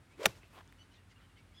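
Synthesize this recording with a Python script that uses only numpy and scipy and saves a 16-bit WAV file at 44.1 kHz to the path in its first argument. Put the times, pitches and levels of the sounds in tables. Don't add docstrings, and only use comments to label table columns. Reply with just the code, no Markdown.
import sys
import numpy as np
from scipy import signal
from scipy.fft import rfft, irfft
from scipy.io import wavfile
from scipy.ndimage import uniform_filter1d

SR = 44100
rng = np.random.default_rng(int(sys.argv[2]) if len(sys.argv) > 2 else 0)


def unload_wav(signal):
    wavfile.write(
        sys.argv[1],
        SR,
        np.round(np.clip(np.atleast_2d(signal).T, -1, 1) * 32767).astype(np.int16),
    )


def gain_from_db(level_db):
    decades = np.asarray(level_db, float) / 20
    return 10 ** decades


N = 70560
T = np.arange(N) / SR
BALL_S = 0.25753
TURF_END_S = 0.26616


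def noise():
    return rng.standard_normal(N)


def coloured(x, points):
    point_hz, point_db = np.array(points).T
    hz = np.maximum(np.arange(N // 2 + 1) * SR / N, 1)
    gain = gain_from_db(np.interp(np.log(hz), np.log(point_hz), point_db))
    low_cut = np.minimum(hz / point_hz[0], 1) ** 4
    y = irfft(rfft(x) * gain * low_cut, N)
    return y / np.std(y)


def walk(rate):
    hold = int(SR / rate)
    steps = np.repeat(rng.standard_normal(N // hold + 1), hold)
    return 1.2 * uniform_filter1d(uniform_filter1d(steps, hold), hold)[:N]


def fade(start, t60, rise=0.000067):
    age = np.maximum(T - start, 0)
    return (1 - np.exp(-age / rise)) * gain_from_db(-60 * age / t60)


def sine(hz, start):
    return np.sin(2 * np.pi * hz * (T - start))


def grit(spread_db):
    return noise() * gain_from_db(spread_db * np.minimum(rng.exponential(size=N), 4))


# (frequency [Hz], level [dB], t60 [s])
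HEAD_MODES = [(545, -25, 0.015), (661, -23.5, 0.041), (840, -26.5, 0.039), (1184, -23, 0.028),
              (1424, -20, 0.028), (1620, -26.5, 0.03), (1833, -19.5, 0.015), (1936, -36.5, 0.035),
              (2467, -22.5, 0.011), (2850, -13, 0.0055), (6030, -22.5, 0.02), (7180, -32.5, .02),
              (10500, -17, 0.0057), (14200, -17, 0.0046)]


def strike():
    start_hz, end_hz, glide_s = 3500, 1830, 0.00045
    age = np.maximum(T - BALL_S, 0)
    cycles = end_hz * age + (start_hz - end_hz) * glide_s * (1 - np.exp(-age / glide_s))
    ball = -gain_from_db(-6) * fade(BALL_S, 0.0062, 0.000258) * np.sin(2 * np.pi * cycles)

    touch_s = BALL_S - 0.00014
    face = gain_from_db(-16) * fade(touch_s, 0.017, 0.00017) * sine(3620, touch_s)
    crack = gain_from_db(-27) * fade(touch_s, 0.005) * np.diff(rng.standard_normal(N + 1))

    head = 0
    for k, (hz, db, t60) in enumerate(HEAD_MODES):
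        polarity = (-1) ** k
        head = head + polarity * gain_from_db(db) * fade(BALL_S, t60, 0.00063) * np.sin(2 * np.pi * hz * age)
    return ball + face + crack + head


# (time [s], vortex pitch [Hz], level [dB])
SHAFT_WHISTLE = [
    (0.169, 270, -75),
    (0.195, 376, -49),
    (0.203, 429, -50),
    (0.216, 466.5, -40.5),
    (0.226, 498, -32.5),
    (0.231, 566, -54.5),
    (0.244, 537, -36.5),
    (.249, 545, -57),
    (0.254, 543, -31.5),
]
# (frequency [Hz], level [dB per Hz])
RUSH_SPECTRUM = [(250, -9.5), (600, -9.5), (1050, -6.5), (2300, -11.5), (3740, -16.5), (5190, -20.5),
                 (7490, -24), (16000, -36)]


def swing():
    time, hz, db = np.array(SHAFT_WHISTLE).T
    pitch = np.interp(T, time, hz)
    onset = np.clip((T - time[0] + 0.026) / 0.029, 0, 1)
    stop = gain_from_db(-60 * np.maximum(T - 0.256, 0) / 0.033)

    wobble, roughness = 0.018, 0.63
    phase = 2 * np.pi * np.cumsum(pitch * (1 + wobble * walk(150.2))) / SR
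    in_phase = (1 + roughness * walk(400)) * np.sin(phase)
    quadrature = roughness * walk(400) * np.cos(phase)
    tone_level = gain_from_db(uniform_filter1d(np.interp(T, time, db), size=100))
    tone = np.sqrt(2) * (in_phase + quadrature) * tone_level

    speed_db = 27 * np.log2(pitch / 520)
    sag_db = 24.5 * np.maximum(T - 0.14, 0)
    rush_level = gain_from_db(-45 + speed_db - sag_db + 2.2 * walk(160))
    return onset * stop * (tone + coloured(noise(), RUSH_SPECTRUM) * rush_level)


# (frequency [Hz], level [dB per Hz])
TURF_SPECTRUM = [(180, -43.5), (300, -13.5), (1000, -10.5), (1600, -9.5), (4750, -16.5), (6100, -9.5),
                 (7690, -16.5), (16000, -23.5)]
# (time [s], frequency [Hz], level [dB], t60 [s])
SOIL_THUMPS = [
    (0.258, 78.6, -42, 0.12),
    (.262, 195.3, -32.5, 0.077),
    (0.2688, 398, -25.5, 0.025),
    (0.284, 123, -39.5, 0.075),
]
# (frequency [Hz], level [dB per Hz])
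SPRAY_SPECTRUM = [(180, -30), (300, -4), (1340, -13), (1530, -14), (2610, -14), (5900, -19.5), (14700, -30),
                  (16000, -40)]


def ground():
    rise = np.clip((T - 0.2546) / 0.0035, 0, 1)
    sag_db = -11.5 * np.clip((T - BALL_S) / (TURF_END_S - BALL_S), 0, 1)
    release_db = -60 * np.maximum(T - TURF_END_S, 0) / 0.012
    turf = gain_from_db(-22.5) * rise * gain_from_db(sag_db + release_db) * coloured(grit(0.65), TURF_SPECTRUM)

    thump = sum(gain_from_db(db) * fade(s, t60, 0.00064) * sine(hz, s) for s, hz, db, t60 in SOIL_THUMPS)

    early = gain_from_db(-49.5) * fade(TURF_END_S, 0.24, 0.0031)
    late = gain_from_db(-65.5) * fade(TURF_END_S, 2.57, 0.012)
    spray = (early + late) * coloured(grit(2.13), SPRAY_SPECTRUM) * gain_from_db(1.8 * walk(47.6))
    return turf + thump + spray


# (frequency [Hz], level [dB per Hz])
SCUFF_SPECTRUM = [(200, -1.5), (650, -4.5), (1040, 0), (1500, -5.5), (3400, -13.5), (5700, -28),
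                  (16000, -31)]
# (time [s], frequency [Hz], level [dB], t60 [s])
TICKS = [(.286, 2300, -45, .008), (.291, 540, -51, .04), (.297, 1100, -52, .02), (.355, 1800, -54, .005),
         (.4323, 2200, -44, .005), (.4343, 2500, -49, .006), (.4345, 400, -57, .02),
         (.455, 3000, -53, .002), (.4605, 2900, -51, .003), (.472, 3000, -54, .002),
         (.4809, 12000, -54, .0012), (.5463, 1040, -51, .008), (.5512, 2600, -45, .0025),
         (.5601, 2500, -44, .002), (.5745, 3500, -48, .0025), (.5795, 3500, -45, .0025),
         (.583, 1050, -50, .012), (.5884, 3800, -45, .0025), (.5665, 2900, -50, .003),
         (.586, 1100, -50, .01), (.6078, 1600, -46, .006), (.6125, 900, -50, .01),
         (.6768, 6500, -46, .0015), (.6773, 3200, -53, .002), (.7248, 14000, -49, .0013),
         (.7251, 7500, -54, .0015), (.7252, 1950, -43.5, .005)]


def shoe():
    rise = np.clip((T - 0.5153) / 0.053, 0, 1)
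    stop = np.exp(-np.maximum(T - 0.612, 0) / 0.0043)
    scuff = gain_from_db(-57.5 + 2 * walk(250)) * rise * stop * coloured(grit(2.5), SCUFF_SPECTRUM)
    ticks = sum(gain_from_db(db) * fade(s, t60) * sine(hz, s) for s, hz, db, t60 in TICKS)
    return scuff + ticks


# (time [s], length [s], start pitch [Hz], end pitch [Hz], level [dB])
REEDY_NOTES = [
    (.782, .021, 1450, 1450, -63),
    (.8, .028, 1495, 1515, -59),
    (.826, .011, 1990, 2000, -64),
    (1.54, .04, 1620, 1715, -66),
    (1.572, .024, 1745, 1655, -59),
    (1.588, .02, 1660, 1530, -61),
]
# (time [s], length [s], start pitch [Hz], end pitch [Hz], level [dB])
PURE_NOTES = [(.09, .07, 2000, 2650, -68), (.3, .05, 2650, 2650, -66), (.41, .045, 2620, 2650, -65),
              (.533, .015, 2500, 2750, -63), (.685, .015, 3500, 3500, -70), (.91, .022, 3050, 2900, -67),
              (.94, .014, 2900, 3200, -67), (.93, .018, 4000, 4100, -69), (.948, .026, 3850, 3480, -65),
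              (.96, .05, 1900, 1920, -70), (.975, .036, 2800, 2880, -68), (1.1, .01, 3100, 3250, -69),
              (1.108, .022, 2200, 1880, -69), (1.115, .015, 4700, 4900, -72), (1.155, .03, 2760, 2840, -65),
              (1.178, .035, 2750, 1650, -70), (1.2, .045, 1400, 1380, -73), (1.11, .025, 2850, 2850, -70),
              (.845, .02, 2000, 2100, -71), (1.21, .055, 2900, 3170, -70), (1.29, .04, 2850, 2700, -71),
              (1.355, .035, 3180, 2930, -69), (1.378, .028, 2780, 2620, -69),
              (1.362, .048, 2120, 2310, -65), (1.515, .02, 2250, 2220, -70)]
# (frequency [Hz], level [dB])
THROAT = [(1600, -18), (2900, 0), (3500, 0), (4400, -12), (5100, -7), (6000, -13), (6700, -25)]


def throat_db(hz):
    throat_hz, level_db = np.array(THROAT).T
    return np.interp(np.log(hz * np.arange(1, 5)), np.log(throat_hz), level_db)


def birds():
    shake = 1 + 0.0079 * walk(120)
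    flutter = gain_from_db(0.72 * walk(250)) + gain_from_db(-7) * walk(900)
    calls = [(note, throat_db(note[2])) for note in REEDY_NOTES]
    calls += [(note, [0]) for note in PURE_NOTES]

    song = 0
    for (start, length, hz0, hz1, db), harmonics_db in calls:
        progress = np.clip((T - start) / length, 0, 1)
        phase = 2 * np.pi * np.cumsum((hz0 + (hz1 - hz0) * progress) * shake) / SR
        envelope = np.clip(np.minimum(progress / 0.24, (1 - progress) / 0.15), 0, 1)
        voice = sum(gain_from_db(g) * np.sin((k + 1) * phase) for k, g in enumerate(harmonics_db))
        song = song + gain_from_db(db - 1.5) * envelope * voice
    song = song * flutter

    trees = (noise() * fade(0.0059, 0.12))[:SR // 4]
    trees = trees / np.sqrt(np.sum(trees ** 2))
    return song + gain_from_db(-8) * signal.fftconvolve(song, trees)[:N]


# (time [s], length [s], low edge [Hz], high edge [Hz], level [dB])
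CHIRRS = [
    (0.083, 0.078, 2150, 9100, -73),
    (0.342, 0.062, 4600, 8900, -70.5),
    (0.47, 0.17, 4950, 12500, -79.5),
    (0.512, 0.077, 9100, 14000, -73.5),
    (0.803, 0.046, 2050, 6500, -80),
    (0.893, 0.11, 2020, 6030, -70),
    (1.084, 0.059, 1450, 6800, -68),
    (1.165, 0.093, 1220, 3860, -69),
    (1.351, 0.074, 1960, 5260, -69.5),
    (1.518, 0.097, 1970, 5870, -72),
]


def chirr():
    out = 0
    for start, length, low_hz, high_hz, db in CHIRRS:
        grains = coloured(grit(2.5), [(low_hz, 0), (high_hz, -8), (1.5 * high_hz, -30)])
        swell = np.sin(np.pi * np.clip((T - start) / length, 0, 1)) ** 2
        out = out + gain_from_db(db - 1.0 + 1.2 * walk(230)) * swell * grains
    return out


# (multiple of 91.05 Hz, level [dB])
MOTOR_PARTIALS = [(.55, -68.5), (1, -65.5), (1.95, -78), (3, -80)]


def motor():
    phase = 2 * np.pi * np.cumsum(91.05 * (1 + 0.025 * walk(11))) / SR
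    lope = 1 + 0.67 * np.cos(2 * np.pi * 11.2 * (T - 0.99))
    drone = 0
    for multiple, db in MOTOR_PARTIALS:
        throb_db, beat = (1.5, lope) if multiple >= 1 else (5, 1)
        drone = drone + gain_from_db(db + 1.0 + throb_db * walk(22)) * np.sin(multiple * phase) * beat
    return drone


# (frequency [Hz], level [dB per Hz])
AIR_SPECTRUM = [(48, -4), (112, -1), (600, -18), (1600, -17), (3300, -24), (6300, -32.5), (9900, -31),
                (11000, -39)]


def open_air():
    air = coloured(noise(), [*AIR_SPECTRUM, (13500, -39.5), (15800, -44.5)])
    low = uniform_filter1d(air, size=40)
    high_drift_db = -0.5 * np.maximum(T - 0.5, 0)
    high = (air - low) * gain_from_db(high_drift_db + 0.48 * walk(8.6))
    return gain_from_db(-64) * (low * gain_from_db(0.71 * walk(23)) + high)


def scene():
    near = strike() + swing() + ground() + shoe()
    far = birds() + chirr() + motor() + open_air()
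    return (near + far)[None]


def low_pass(x):
    return signal.sosfilt(signal.butter(12, 16680, fs=SR, output="sos"), x)


def record(dry):
    bass_cut = signal.butter(3, 39, "high", fs=SR, output="sos")
    top_cut = signal.ellip(8, 0.2, 70, 16000, fs=SR, output="sos")
    mix = signal.sosfilt(top_cut, signal.sosfilt(bass_cut, dry))
    return low_pass(mix)


dry = scene()
out = record(dry)
unload_wav(out)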